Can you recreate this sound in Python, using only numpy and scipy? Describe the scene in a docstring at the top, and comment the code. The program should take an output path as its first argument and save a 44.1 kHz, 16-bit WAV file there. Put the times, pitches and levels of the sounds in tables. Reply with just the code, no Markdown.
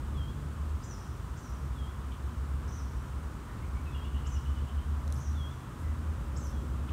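"""Seven seconds by a wooded pond. Far traffic rumbles throughout, over faint microphone hiss:
tyres hum, exhausts throb together. A bird opens with a scooped whistle, then come two thin, falling
'tseer' calls, echoed by the trees. After 2 s follow a distant bird's soft 'chack', a peep and a buzzy call;
from 3.5 s rough chips climb into a quick trill. Just after 5 s sharp ticks and rustles sound close by,
and again near 6.5 s, with a last 'tseer' and a faint whistle. Another far 'chack' ends it."""
import sys
import numpy as np
from scipy import signal
from scipy.fft import rfft, irfft, next_fast_len
from scipy.io import wavfile

SR = 44100
rng = np.random.default_rng(int(sys.argv[2]) if len(sys.argv) > 2 else 0)


def master(y):
    """Save y as 16-bit WAV."""
    cut = np.clip(np.atleast_2d(y).T, -1, 1)
    pcm = np.round(cut * 32767)  # scale
    wavfile.write(sys.argv[1], SR, pcm.astype(np.int16))


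N = 305172
T = np.arange(N) / SR


def undb(db):
    """Turn decibels into a factor to multiply by."""
    return 10 ** (np.asarray(db) / 20)


def unit(x):
    """Scale a signal to an average strength (rms) of 1."""
    return x / np.sqrt(np.mean(x ** 2))


def curves(table, at):
    """Read a table between its rows, joining them with straight lines."""
    positions, *columns = np.transpose(table)
    return [np.interp(at, positions, column) for column in columns]


def add(out, start, x):
    """Mix x into out, beginning at start seconds."""
    i = int(np.clip(start * SR, 0, N - 1))
    out[i:i + len(x)] += x[:N - i]


def wobble(rate_hz, size=N):
    """A smooth random wobble of strength 1; a higher rate makes it quicker."""
    count = next_fast_len(size + SR)
    spectrum = rfft(rng.standard_normal(count))
    hz = np.arange(len(spectrum)) * SR / count
    return unit(irfft(spectrum * np.exp(-(hz / rate_hz) ** 2), count))[:size]


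def noise(spectrum):
    """Noise of strength 1, shaped by (f/Hz, level/dB) points and fading beyond both ends."""
    hz, db = np.transpose(spectrum)
    f = np.maximum(np.arange(N // 2 + 1) * SR / N, 1)
    gain = undb(np.interp(np.log(f), np.log(hz), db))
    roll_off = np.minimum(f / hz[0], 1) ** 2 * np.minimum(hz[-1] / f, 1) ** 2
    return unit(irfft(rfft(rng.standard_normal(N)) * gain * roll_off, N))


# the microphone's hiss from low to high: (f/Hz, relative level/dB)
HISS_SPECTRUM = [(1500, -17.5), (3000, 3.5), (4500, -2), (6000, -1), (7500, 0), (8900, 0.5), (9900, -5.5),
                 (12000, -7.5), (13500, -6.5), (16000, -8)]


def microphone_hiss(level_db=-62.5):
    """The microphone adds a steady high hiss of its own."""
    return noise(HISS_SPECTRUM) * undb(level_db)


# the two road noises from low to high: (f/Hz, relative level/dB)
RUMBLE_SPECTRUM = [(22, -50), (36, -12.5), (50, 4.5), (64, 4), (95, -1.5), (130, -2), (175, -10),
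                   (240, -10.5), (350, -17), (600, -26), (1200, -36.5)]
TYRE_SPECTRUM = [(350, -11.5), (700, -8), (850, -5), (1000, 0), (1300, -1), (1600, -7.5), (2100, -14.5),
                 (3000, -20), (4500, -29.5)]
# the slow ebb and flow of traffic: (t/s, rumble level/dB, tyre level/dB)
TRAFFIC_LEVELS = [(0, -38.5, -53), (1.3, -40.5, -52.6), (3.3, -39.5, -52), (5.2, -40.5, -52),
                  (6.92, -38, -52)]


def road():
    """Many far cars blend into a rumble and a tyre hum."""
    rumble_db, tyre_db = curves(TRAFFIC_LEVELS, T)
    rumble = noise(RUMBLE_SPECTRUM) * undb(rumble_db + .5 * wobble(7.7))
    tyres = noise(TYRE_SPECTRUM) * undb(tyre_db + .31 * wobble(9.4))
    return rumble + tyres


# far engines that come and go: (t/s, length/s, f/Hz, level/dB)
ENGINE_WHINES = [(-.1, .65, 146, -46.5), (1.4, .9, 133, -53), (3.9, .9, 131, -48), (4.9, 1.1, 130, -51),
                 (4.3, 1.2, 230, -57), (5.5, 1, 235, -56), (6.4, .7, 240, -50), (5.9, 1.2, 308, -60),
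                 (6.15, .43, 576, -61), (5.7, 1.1, 533, -63)]


def engines():
    """Faint engine whines swell and fade; the long way here blurs their pitch."""
    out = np.zeros(N)
    for start, length, hz, db in ENGINE_WHINES:
        progress = np.clip((T - start) / length, 0, 1)
        swell = np.sqrt(np.abs(np.sin(np.pi * progress)))
        level = undb(db + 2 * wobble(9.9)) * swell
        out += np.sqrt(2) * level * np.sin(2 * np.pi * hz * T + .5 * wobble(4.1))
    return out


# an exhaust's tones at 1, 2 and 3 times its firing rate: relative level/dB
EXHAUST_HARMONICS = [0, -21.5, -28.5]


def exhaust(phase, waver_radians=.13):
    """One exhaust note with its overtones; the long way here makes it waver."""
    phase = phase + waver_radians * wobble(5.8)
    return np.sqrt(2) * sum(undb(db) * np.sin(k * phase) for k, db in enumerate(EXHAUST_HARMONICS, 1))


# two exhausts droning together: (t/s, length/s, firing f/Hz, climb/(Hz per s), gap to the second/Hz,
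# change of gap/(Hz per s), level/dB, second compared with first/dB)
EXHAUST_PAIRS = [(.12, 0.6, 72, 4.36, -2, 2, -36, -11), (0.901, .5, 78, 7.4, -9.5, -0.5, -48, -3),
                 (1.52, 0.5, 68.2, 1.5, -10.5, 1, -41, -3), (2.11, 1.1, 69.1, 1.56, -7, 0.5, -38, -3.5),
                 (3.649, 0.38, 64.6, 1.9, 9.5, -1, -41.5, -0.5),
                 (4.165, 1.26, 66.44, 6.2, 10, -5.5, -34, -6), (5.879, 0.2, 77.8, 1, -4.5, -3.5, -35, -6.5),
                 (6.291, .7, 68.2, .1, 11, 0, -35.5, -6.5)]


def exhaust_throbs(fade_s=.14, flutter_db=1):
    """Two close pitches boost and cancel each other in turn, throbbing at the gap between them."""
    out = np.zeros(N)
    for start, length, hz, climb, gap_hz, gap_change, db, second_db in EXHAUST_PAIRS:
        t = T - start
        fade = np.clip(1 + np.minimum(t, length - t) / fade_s, 0, 1)
        swell = np.sin(np.pi / 2 * fade) ** 2
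        phase = 2 * np.pi * (hz * t + climb * t ** 2 / 2 + rng.random())
        beat = 2 * np.pi * (gap_hz * t + gap_change * t ** 2 / 2)
        out += undb(db) * swell * (exhaust(phase) + undb(second_db) * exhaust(phase + beat))
    return out * undb(flutter_db * wobble(19))


# a distant bird's 'chack' calls (first and last rows) and soft rustles nearby (the rest):
# (t/s, length/s, middle f/Hz, band width/Hz, level/dB)
CHACKS_AND_RUSTLES = [(2.11, 0.077, 2950, 894, -60.5), (5.02, 0.26, 560, 170, -59.5),
                      (5.122, 0.13, 9000, 6000, -65), (5.783, 0.097, 10000, 6930, -70),
                      (6.422, 0.15, 10500, 5000, -69), (6.877, 0.077, 2930, 1104, -59)]


def chacks_and_rustles(grain_db=3):
    """Soft, noisy bird calls and rustles: each a short burst of grainy noise that rises fast and fades."""
    out = np.zeros(N)
    for start, length, hz, width, db in CHACKS_AND_RUSTLES:
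        count = int(length * SR)
        grains = rng.standard_normal(count) * undb(grain_db * wobble(300, size=count))
        edges_hz = np.clip([hz - width / 2, hz + width / 2], 100, .45 * SR)
        band = signal.sosfilt(signal.butter(2, edges_hz, "band", fs=SR, output="sos"), grains)
        swell = np.interp(np.linspace(0, 1, count), [0, .15, 1], [0, 1.4, 0])
        add(out, start, undb(db) * unit(band) * swell)
    return out


# the tones inside a tick: (f/Hz, fade time/s, relative level/dB); a tone drops 60 dB in its fade time
TICK_TONES = [(2200, .003, -14), (3400, .004, -7), (4130, .005, -2), (5520, .004, 0), (6280, .004, 0),
              (7400, .002, -1), (8650, .004, -2), (10600, .003, -6), (12500, .002, -9)]
# each tick: (t/s, peak level/dB, brightness/(dB per octave))
SHARP_TICKS = [(5.0787, -38, -3), (5.1033, -44, 0), (5.1237, -36, 2), (5.125, -30.3, 1.5), (5.132, -49, 3),
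               (5.33, -49, 5), (6.4705, -45, 1), (6.5135, -48, 12)]


def ticks():
    """Tiny snaps close by, each ringing for a few thousandths of a second."""
    out, t = np.zeros(N), T[:SR // 20]
    for start, peak_db, brightness in SHARP_TICKS:
        ring = np.zeros(len(t))
        for hz, fade_s, db in TICK_TONES:
            level = undb(db + brightness * np.log2(hz / 6000) - 60 * t / fade_s)
            ring += level * np.sin(2 * np.pi * (hz * t + rng.random()))
        add(out, start, undb(peak_db) * ring / np.abs(ring).max())
    return out


def tree_echo(x, trunks_db, trunks_fade_s=.25, tail_fade_s=1, onset_s=.0034):
    """Sound bounces off near trunks as separate echoes, and off the whole wood as a long, soft tail."""
    t = T[:SR]
    bounces = rng.standard_normal(SR) * (rng.random(SR) < 400 / SR)  # about 400 a second
    trunks = bounces * undb(-60 * t / trunks_fade_s)
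    tail = rng.standard_normal(SR) * undb(-60 * t / tail_fade_s)
    echo = (undb(trunks_db) * unit(trunks) + unit(tail)) * np.minimum(t / onset_s, 1)
    return signal.fftconvolve(x, echo / np.linalg.norm(echo))[:N]


def bird_note(shape, length, pitch_ratio, rasp_depth=.071, rasp_hz=900, waver=.0063, flutter_db=1.5):
    """A bird's voice box sings one sliding tone; shaking its pitch quickly makes it rasp."""
    count = int(length * SR)
    hz, db, *rasp = curves(shape, np.linspace(0, 1, count))
    shake = waver + (rasp_depth * rasp[0] if rasp else 0)
    hz = hz * pitch_ratio * (1 + shake * wobble(rasp_hz, size=count))
    flutter = unit(undb(flutter_db * wobble(120, size=count)))
    level = undb(db) * flutter * signal.windows.tukey(count, .1)
    return np.sqrt(2) * np.sin(2 * np.pi * np.cumsum(hz) / SR) * level


def song(shape, notes):
    """Sing one note shape at each of the listed times."""
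    out = np.zeros(N)
    for start, length, pitch_ratio, db in notes:
        add(out, start, undb(db) * bird_note(shape, length, pitch_ratio))
    return out


# a buzzier 'tseer' that hardly falls: (progress/0-1, f/Hz, relative level/dB, rasp/0-1)
BUZZ_SHAPE = [(0, 5550, 2, 0.78), (.15, 6130, -3.5, 0.92), (.25, 5860, -14, 0.47), (.4, 6270, 3, 1),
              (.6, 6100, -4.5, 0.38), (.8, 5770, -0.5, 0.32), (1, 5340, -3, 0.4)]
# each buzz: (t/s, length/s, pitch ratio, relative level/dB)
BUZZ_CALLS = [(2.674, .135, .985, -56), (5.152, .135, 1.015, -56.5)]


def buzzes():
    """Raspy calls from deep in the trees, more echo than direct sound."""
    direct = song(BUZZ_SHAPE, BUZZ_CALLS)
    return undb(-4.5) * direct + undb(-1.5) * tree_echo(direct, trunks_db=-5)


# the two voices of a 'tseer': (progress/0-1, f/Hz, relative level/dB, rasp/0-1)
TSEER_LOW_VOICE = [(0, 5050, 1, .6), (.06, 5400, -1, 1), (.12, 7000, 1.5, 1), (.2, 6900, -7.5, 1),
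                   (.33, 6050, -13, .5), (.5, 6250, -2, .2), (.66, 6090, .5, .15), (.83, 5700, -2.5, .1),
                   (1, 5100, -4, .15)]
TSEER_HIGH_VOICE = [(0, 7200, -33, 1), (.12, 7700, 3.5, 0.34), (.3, 7600, -11, .5), (.5, 7200, -14, 0.17),
                    (.7, 7100, -4, 0.14), (1, 6900, -35, .1)]
# each call: (t/s, length/s, pitch ratio, direct level/dB, echo level/dB,
# trunks compared with tail/dB, high voice gain/dB)
TSEER_CALLS = [(0.823, 0.13, 0.97, -59.5, -54.5, -2, -5), (1.36, .145, 0.97, -64.5, -59.5, 0, -6),
               (4.257, .125, 0.98, -58, -57.5, 4, -1.5), (6.359, 0.13, 1, -56, -57, 8, -4)]


def tseers():
    """Both sides of the voice box flick up with a rasp, then fall; a farther bird has more echo."""
    out = np.zeros(N)
    for start, length, pitch_ratio, direct_db, echo_db, trunks_db, high_db in TSEER_CALLS:
        low = bird_note(TSEER_LOW_VOICE, length, pitch_ratio)
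        high = bird_note(TSEER_HIGH_VOICE, length, pitch_ratio)
        call = np.zeros(N)
        add(call, start, low + undb(high_db) * high)
        out += undb(direct_db) * call + undb(echo_db) * tree_echo(call, trunks_db)
    return out


# one rough chip: (progress/0-1, f/Hz, relative level/dB, rasp/0-1)
CHIP_SHAPE = [(0, 2960, -2, .6), (.25, 2790, -1.5, .5), (.55, 2900, -1.5, .7), (.8, 3040, -4.5, .8),
              (1, 3030, -10, .8)]
# one clear peep: (progress/0-1, f/Hz, relative level/dB)
PEEP_SHAPE = [(0, 2820, -10), (.3, 2584, 0), (.7, 2560, -2), (1, 2570, -14)]
# the chips before the trill, and the peeps: (t/s, length/s, pitch ratio, relative level/dB)
OPENING_CHIPS = [(3.485, 0.039, .66, -57.5), (3.62, 0.036, 0.77, -57.5), (3.75, .04, .77, -57)]
PEEPS = [(2.28, 0.025, 1.2, -63), (3.853, .048, 1.0, -54.5), (5.835, 0.039, 0.775, -56.5)]


def trill(start_s=3.945, gap_s=.099, slowing_s=.0014, chip_s=.0414, chip_count=9):
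    """A bird peeps and chips its way up to a quick run that slows, rises and fades a little."""
    run = []
    for k in range(chip_count):
        start = start_s + gap_s * k + slowing_s * k * (k - 1) / 2
        pitch_ratio, db = 1 + .0065 * k, -52.5 - .57 * k
        run.append((start, chip_s, pitch_ratio, db))
    direct = song(CHIP_SHAPE, OPENING_CHIPS) + song(CHIP_SHAPE, run) + song(PEEP_SHAPE, PEEPS)
    return undb(-3) * (direct + tree_echo(direct, trunks_db=3))


# a whistle that dips and rises again: (progress/0-1, f/Hz, relative level/dB)
WHISTLE_SHAPE = [(0, 3620, -19), (.1, 3520, -7), (.25, 3340, -2), (.42, 3230, -1), (.58, 3205, -2),
                 (.75, 3300, -5), (.9, 3430, -6), (1, 3440, -11)]
# each whistle: (t/s, length/s, pitch ratio, relative level/dB)
WHISTLE_CALLS = [(.128, .2, .988, -55), (1.74, .19, .997, -57.5), (3.895, .19, 1.005, -57),
                 (5.338, .2, 1.015, -53.5), (6.48, .19, 1.02, -66)]


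def whistles():
    """Scooped bird whistles; echoes from the trunks overlap the sliding pitch and make it waver."""
    direct = song(WHISTLE_SHAPE, WHISTLE_CALLS)
    return undb(-3.5) * direct + undb(-5) * tree_echo(direct, trunks_db=0)


def scene():
    """Everything heard from the bank of the pond, in one channel."""
    background = road() + microphone_hiss() + engines() + exhaust_throbs()
    small_sounds = chacks_and_rustles() + ticks()
    birdsong = buzzes() + tseers() + trill() + whistles()
    return (background + small_sounds + birdsong)[None]


def record(dry, top_hz=15600):
    """Cut away the very highest treble."""
    return signal.sosfilt(signal.ellip(10, .2, 80, top_hz, fs=SR, output="sos"), dry)


dry = scene()
out = record(dry)
master(out)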